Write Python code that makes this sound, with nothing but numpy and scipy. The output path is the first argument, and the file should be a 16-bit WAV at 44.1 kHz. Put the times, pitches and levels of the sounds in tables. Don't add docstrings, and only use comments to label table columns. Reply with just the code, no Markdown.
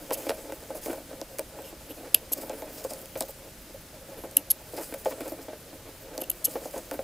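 import sys
import numpy as np
from scipy import signal
from scipy.fft import rfft, irfft
from scipy.io import wavfile
from scipy.ndimage import uniform_filter1d

SR = 44100
rng = np.random.default_rng(int(sys.argv[2]) if len(sys.argv) > 2 else 0)


def unload_audio(sound):
    columns = np.transpose(np.atleast_2d(sound))
    steps = np.round(np.clip(columns, -1, 1) * 32767)
    wavfile.write(sys.argv[1], SR, steps.astype(np.int16))


N = 310023
T = np.arange(N) / SR

# frequency in Hz, width in Hz, gain in dB.
TOP_MODES = [(298.4, 24, 1.5), (340.4, 50, 4), (460, 72, -2), (536, 51, 3.5), (614, 22, 0.5), (816, 45, -2),
             (1356, 59, -21), (1524, 194, -15), (1846, 220, -19.5), (2296, 260, -19.5), (2870, 1800, -33.5)]
UPPER_MODES = [mode for mode in TOP_MODES if mode[0] >= 1000]


def undb(db):
    return 10 ** (np.asarray(db) / 20)


def unit(x):
    return x / np.sqrt(np.mean(x ** 2))


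def ring(x, modes):
    return sum(undb(db) * signal.lfilter(*signal.iirpeak(hz, hz / width, fs=SR), x)
               for hz, width, db in modes)


def spectrum(points):
    hz, db = np.transpose(points)
    return undb(np.interp(np.log(np.fft.rfftfreq(N, 1 / SR) + 1), np.log(hz), db))


def grains(spread_db, size=N):
    return unit(rng.standard_normal(size) * undb(spread_db * rng.exponential(size=size)))


def wander(rate_hz):
    hold = int(SR / rate_hz)
    return uniform_filter1d(np.repeat(rng.standard_normal(N // hold + 1), hold), hold)[:N]


def add(out, start_s, sound, peak_db):
    i = int(start_s * SR)
    part = sound[:N - i]
    out[i:i + len(part)] += part * undb(peak_db) / np.abs(sound).max()


def noise_floor():
    # frequency in Hz, relative density in dB.
    floor_curve = [(12, -36), (20, 2.5), (163, -2.5), (410, -8), (459, -18), (542, -11), (1060, -16),
                   (1610, -14.5), (1860, -15.5), (2260, -16.5), (4060, -18), (14700, -22), (16000, -25.5)]
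    # frequency in Hz, share in dB.
    side_curve = [(30, -28), (60, -29), (110, -24), (200, -24), (380, -18.5), (700, -11), (1290, -8.5),
                  (2380, -10), (4400, -6), (8120, -4), (15000, -1)]
    floor_db, hum_db, hum_hz = -49.5, -66, 51.5
    mid, side = rfft(rng.standard_normal((2, N))) * spectrum(floor_curve)
    mid, side = irfft(mid, N), irfft(side * spectrum(side_curve), N)
    hum = undb(hum_db) * np.sqrt(2) * np.sin(2 * np.pi * hum_hz * T)
    return undb(floor_db) * (mid + side * np.array([[1], [-1]])) / np.std(mid) + hum


def room(x):
    t60_s, mid_db, side_db = 0.1, -20.2, -59.6
    t = T[:int(.2 * SR)]
    tails = rng.standard_normal((2, len(t))) * np.exp(-np.log(1000) * t / t60_s) * (t > .003)
    tails = signal.lfilter([1], [1, -.5], tails)
    mid, side = tails / np.sqrt(np.sum(tails ** 2, axis=1, keepdims=True))
    response = undb(mid_db) * mid + undb(side_db) * side * np.array([[1], [-1]])
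    return signal.fftconvolve(x[None], response, axes=1)[:, :N]


def weave(grain_db, flicker_db, flicker_hz):
    # frequency in Hz, gain in dB.
    cloth_curve = [(590, -6), (1000, -16), (1150, -14), (2330, -10), (3890, -13), (4900, -5), (5900, -9.5),
                   (6860, -5.5), (13600, -2.5), (16000, 2)]
    fibres = grains(grain_db) * undb(flicker_db * wander(flicker_hz))
    centres_hz = 1000 * 2 ** np.arange(0, 4.1, 1 / 3)
    bands = sum(undb(4.3 * wander(25)) * ring(fibres, [(hz, hz / 5, 0)]) for hz in centres_hz)
    return rfft(bands) * spectrum(cloth_curve)


def spot_modes(spot_hz, focus_db):
    return [(hz, width, db - focus_db * np.log2(hz / spot_hz) ** 2)
            for hz, width, db in TOP_MODES if hz < 1000]


def soft_touch(x):
    return signal.sosfilt(signal.butter(2, [240., 900.], "band", fs=SR, output="sos"), x)


def finger_rubs():
    # start in seconds, length in seconds, lift in dB.
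    rubs = [(0.187, 0.099, 2), (.72, 0.091, 2), (.93, .07, 8), (1.09, 0.042, 6), (1.33, 0.053, 8.5),
            (1.536, 0.19, 6), (1.884, .06, 9), (1.968, 0.13, 12), (2.36, 0.092, 7), (3.382, 0.12, 6.5),
            (4.076, .14, 8), (4.6, 0.12, 5), (4.78, .06, 9), (5.098, 0.045, 6.5), (5.24, 0.057, 5),
            (5.842, 0.069, 7.5), (6.076, 0.14, 5.5), (6.767, 0.03, 5)]
    edge_s = 0.017
    return sum(db * np.clip(np.minimum(T - s, s + length_s - T) / edge_s, 0, 1)
               for s, length_s, db in rubs)


def cloth_drag():
    # time in seconds, rumble before rubs in dB, rustle in dB.
    hand_levels = [(0.0, -46, -49), (0.23, -43, -48.5), (1.35, -54, -53.5), (1.57, -51, -54),
                   (1.74, -56, -53.5), (2.29, -50.5, -52), (2.54, -45, -48), (2.88, -49.5, -47.5),
                   (3.68, -58.5, -54.5), (4.31, -49, -53), (4.6, -53.5, -52.5), (4.93, -47, -46.5),
                   (5.33, -47, -52.5), (5.52, -54, -54.5), (5.91, -53, -53), (6.48, -48.5, -51.5),
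                   (6.62, -47, -48.5), (7.03, -47.5, -47)]
    times, *levels = np.transpose(hand_levels)
    rumble_db, rustle_db = (np.interp(T, times, db) for db in levels)
    palm_hz = 520 * np.exp(0.13 * wander(10))
    shake = grains(1.85) * undb(3.15 * wander(45))
    low = sum(undb(db + 2 * wander(16)) * ring(shake, [(hz, width, 0)])
              for hz, width, db in spot_modes(palm_hz, focus_db=14))
    rumble = soft_touch(low) + undb(-0.5) * ring(shake, UPPER_MODES)
    rustle = unit(irfft(weave(grain_db=2.46, flicker_db=1.6, flicker_hz=90), N))
    return unit(rumble) * undb(rumble_db + finger_rubs()) + rustle * undb(rustle_db)


def cloth_swishes():
    # start in seconds, length in seconds, level in dB, brightness in dB.
    strokes = [(0.121, 0.041, -31, -10), (0.165, 0.18, -38.5, -9), (0.289, 0.019, -35, 2),
               (0.34, 0.099, -46, -6), (0.746, 0.058, -41, -2), (0.812, 0.18, -41, 2.5),
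               (2.342, 0.13, -42.5, -2), (2.722, 0.13, -42.5, -10), (2.84, 0.018, -36, 2),
               (2.89, 0.081, -43, -3), (3.172, 0.051, -42, 3), (3.204, 0.038, -35, -4),
               (3.28, 0.054, -44, 1), (4.72, 0.05, -43.5, -2), (4.764, 0.051, -37.5, -2),
               (4.809, 0.065, -40, 0), (4.939, 0.011, -37, 0), (4.979, 0.033, -47, 2),
               (5.045, 0.11, -42, 2), (5.204, .02, -41.5, -7), (5.225, 0.13, -46, -3), (5.32, .02, -48, 0),
               (5.414, 0.033, -42, -18), (6.474, 0.14, -45, 0), (6.607, 0.096, -45.5, -9),
               (6.727, 0.11, -43, -2)]
    cloth = weave(grain_db=2.6, flicker_db=2.6, flicker_hz=160)
    whole = irfft(cloth, N)
    treble = irfft(cloth * spectrum([(5000, -24), (9000, -6.5)]), N)
    out = np.zeros(N)
    for s, length_s, db, bright_db in strokes:
        i, n = int(s * SR), int(length_s * SR)
        progress = np.linspace(0, 1, n)
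        envelope = np.minimum(progress / 0.052, 1) * np.minimum((1 - progress) / 0.5, 1)
        out[i:i + n] += undb(db) * envelope * (whole + (undb(bright_db) - 1) * treble)[i:i + n]
    return out / np.std(whole)


def table_knocks():
    # start in seconds, peak in dB, pitch of the spot struck in Hz, scuff decay in seconds.
    contacts = [(.11, -16.5, 734, 0.0095), (.266, -21.5, 530, 0.0084), (.293, -18, 526, .016),
                (.304, -19, 580, .006), (.315, -23, 560, 0.0056), (.522, -26.5, 387, .01),
                (.703, -24.5, 630, .014), (.75, -29, 439, 0.03), (.859, -24.5, 544, 0.021),
                (.881, -22.5, 326, .012), (.896, -21.5, 342, 0.028), (.929, -26, 503, 0.01),
                (1.129, -32.5, 554, 0.0078), (1.215, -25.5, 560, 0.0085), (1.39, -21.5, 650, .008),
                (1.587, -29, 545, 0.0096), (1.726, -34.5, 337, 0.0091), (1.904, -33.5, 557, .01),
                (2.031, -33, 540, .012), (2.144, -22.5, 330, 0.0073), (2.315, -31, 549, .009),
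                (2.382, -31.5, 304, 0.037), (2.434, -31, 441, 0.011), (2.497, -24.5, 573, 0.013),
                (2.529, -31, 275, 0.024), (2.621, -27.5, 560, 0.012), (2.847, -22.5, 547, 0.011),
                (2.907, -30.5, 530, .035), (3.154, -23, 600, 0.013), (3.209, -21, 564, 0.0074),
                (3.227, -31.5, 610, 0.015), (3.283, -33.5, 580, 0.015), (3.741, -35, 552, 0.026),
                (4.236, -28, 537, 0.017), (4.367, -29.5, 325, 0.012), (4.734, -29, 455, 0.038),
                (4.777, -25.5, 552, 0.029), (4.923, -27, 357, 0.0073), (4.941, -26, 630, 0.0089),
                (5.056, -17, 680, 0.014), (5.109, -30, 646, 0.012), (5.18, -33.5, 633, 0.016),
                (5.206, -26.5, 332, 0.012), (5.258, -32.5, 490, 0.019), (5.318, -25.5, 443, .007),
                (5.386, -33.5, 533, 0.026), (5.481, -28, 546, 0.019), (5.53, -28, 530, 0.0074),
                (5.728, -36, 450, 0.016), (6.116, -37.5, 455, .011), (6.143, -33, 570, 0.015),
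                (6.178, -25.5, 530, 0.013), (6.218, -25, 315, .008), (6.477, -33.5, 371, .008),
                (6.554, -21.5, 520, .011), (6.617, -35, 581, 0.016), (6.655, -26, 527, 0.011),
                (6.735, -28, 633, .015), (6.76, -24.5, 567, 0.016), (6.915, -22.5, 450, 0.011),
                (6.939, -28.5, 291, 0.014), (6.99, -20, 470, 0.0084)]
    rise_s = .0018
    out, t = np.zeros(N), T[:5000]
    rise = 1 - np.exp(-t / rise_s)
    for s, db, spot_hz, scuff_s in contacts:
        push = rng.standard_normal(len(t)) * rise * np.exp(-t / scuff_s)
        push[int(rise_s * SR)] += 8
        low_modes = [(hz * rng.normal(1, 0.021), width, rng.normal(gain_db, 2))
                     for hz, width, gain_db in spot_modes(spot_hz, focus_db=16)]
        thud = soft_touch(ring(push, low_modes))
        hardness = undb(rng.normal(-7, 4))
        scuff = ring(push * grains(1.95, size=len(t)), UPPER_MODES)
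        add(out, s, thud + hardness * scuff, db)
    return out


def ticks():
    # start in seconds, peak in dB, centre in Hz.
    cracks = [(0.1076, -21, 1580), (0.2941, -15.5, 1560), (0.522, -24.5, 1620), (0.8605, -30, 2360),
              (1.2145, -21.5, 4520), (1.386, -18, 10600), (1.3935, -14, 10800), (1.6204, -29, 11600),
              (2.4957, -23, 5220), (2.621, -30, 1820), (2.8478, -28, 7660), (2.9354, -23, 8060),
              (3.058, -33, 12000), (3.2074, -11.5, 7960), (3.2234, -20, 6800), (4.312, -29.5, 11000),
              (4.8347, -30, 1500), (4.9403, -29, 2430), (5.0584, -27, 1850), (5.206, -27, 14000),
              (5.2802, -26, 8050), (6.1785, -19.5, 5360), (6.646, -33, 2260), (6.711, -32, 10300),
              (6.9125, -22.5, 1460)]
    decay_s = 0.00085
    out, t = np.zeros(N), T[:500]
    for s, db, hz in cracks:
        burst = rng.standard_normal(len(t)) * np.exp(-t / decay_s)
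        add(out, s, ring(burst, [(hz, .5 * hz, 0), (6000, 14000, -12)]), db)
    return out


def steel(edge_force, handle_force):
    # frequency in Hz, width in Hz, gain in dB.
    blade_modes = [(4510, 120, -9.5), (5320, 200, -6), (6740, 240, -6.5), (8020, 500, -11),
                   (8800, 1400, -14.5), (10400, 500, -23), (11430, 440, 3.5), (11660, 1330, 0.5),
                   (12900, 720, -4.5), (14200, 480, -20), (14900, 500, -21)]
    handle_modes = [(2730, 32, -1), (2884, 300, 4), (2950, 660, -11)]
    gripped = [(hz * rng.normal(1, 0.0088), width, rng.normal(db, 4.1)) for hz, width, db in blade_modes]
    blades = signal.sosfilt(signal.butter(2, 4000., "high", fs=SR, output="sos"), ring(edge_force, gripped))
    handle = ring(handle_force, handle_modes)
    return blades + ring(handle, [(3050, 1120, 0)])


def blade_clacks_and_catches():
    # impact time in seconds, peak in dB, run-up in seconds, handle share in dB.
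    impacts = [(.132, -14.5, 0.001, -20), (2.147, 1, 0.003, 0), (2.3336, -10, 0.0013, -11),
               (4.3698, 2.5, 0.0029, -1.5), (4.51, -11, 0.00167, -22), (6.3023, -10, 0.004, -11),
               (6.455, -10.5, 0.00078, -25)]
    out = np.zeros(N)
    for s, db, run_s, handle_db in impacts:
        impact = int(run_s * SR)
        force = np.zeros(impact + 2000)
        force[:impact] = 0.25 * grains(4.7, size=impact) * np.linspace(.5, 1, impact)
        force[impact:impact + 80] = rng.standard_normal(80) * np.exp(-T[:80] / .0007)
        blow = 0.49 * force
        blow[impact] += 4
        contact_crack = ring(force, [(4430, 3800, -21)])
        add(out, s - run_s, steel(force, undb(handle_db) * blow) + contact_crack, db)
    return out


def blade_rasps():
    # start in seconds, length in seconds, friction level in dB, handle share in dB.
    rasps = [(0.13, 0.018, -23.5, -26), (1.627, 0.085, -44.5, 0), (1.889, 0.038, -43, 3.5),
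             (1.98, .07, -54, -14), (2.318, 0.024, -20.5, -17), (4.155, 0.12, -50, -3),
             (4.501, 0.018, -16.5, -14.5), (6.203, 0.007, -37, -5), (6.212, 0.011, -30, -2.5),
             (6.234, 0.0089, -37.5, 5), (6.313, 0.0059, -34, -3), (6.441, 0.023, -18.5, -16),
             (6.46, 0.015, -38.5, 4.5), (0.144, 0.015, -40, 6)]
    out = np.zeros(N)
    slips = np.maximum(wander(1300) + .5, .15) ** 0.25
    for s, length_s, db, handle_db in rasps:
        i, n = int(s * SR), int(length_s * SR)
        friction = unit(grains(0.9, size=n) * slips[i:i + n]) * signal.windows.tukey(n, .45)
        force = np.pad(undb(db) * friction, (0, 2000))
        out[i:i + len(force)] += steel(force, undb(handle_db) * force)
    return out


def scene():
    near = table_knocks() + ticks() + cloth_drag() + cloth_swishes()
    near += blade_clacks_and_catches() + blade_rasps()
    return near + room(near) + noise_floor()


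def record(dry):
    ceiling, stop_hz = .88, 16350
    lowpass = signal.cheby2(16, 80, stop_hz, fs=SR, output="sos")
    return signal.sosfilt(lowpass, np.clip(dry, -ceiling, ceiling))


dry = scene()
out = record(dry)
unload_audio(out)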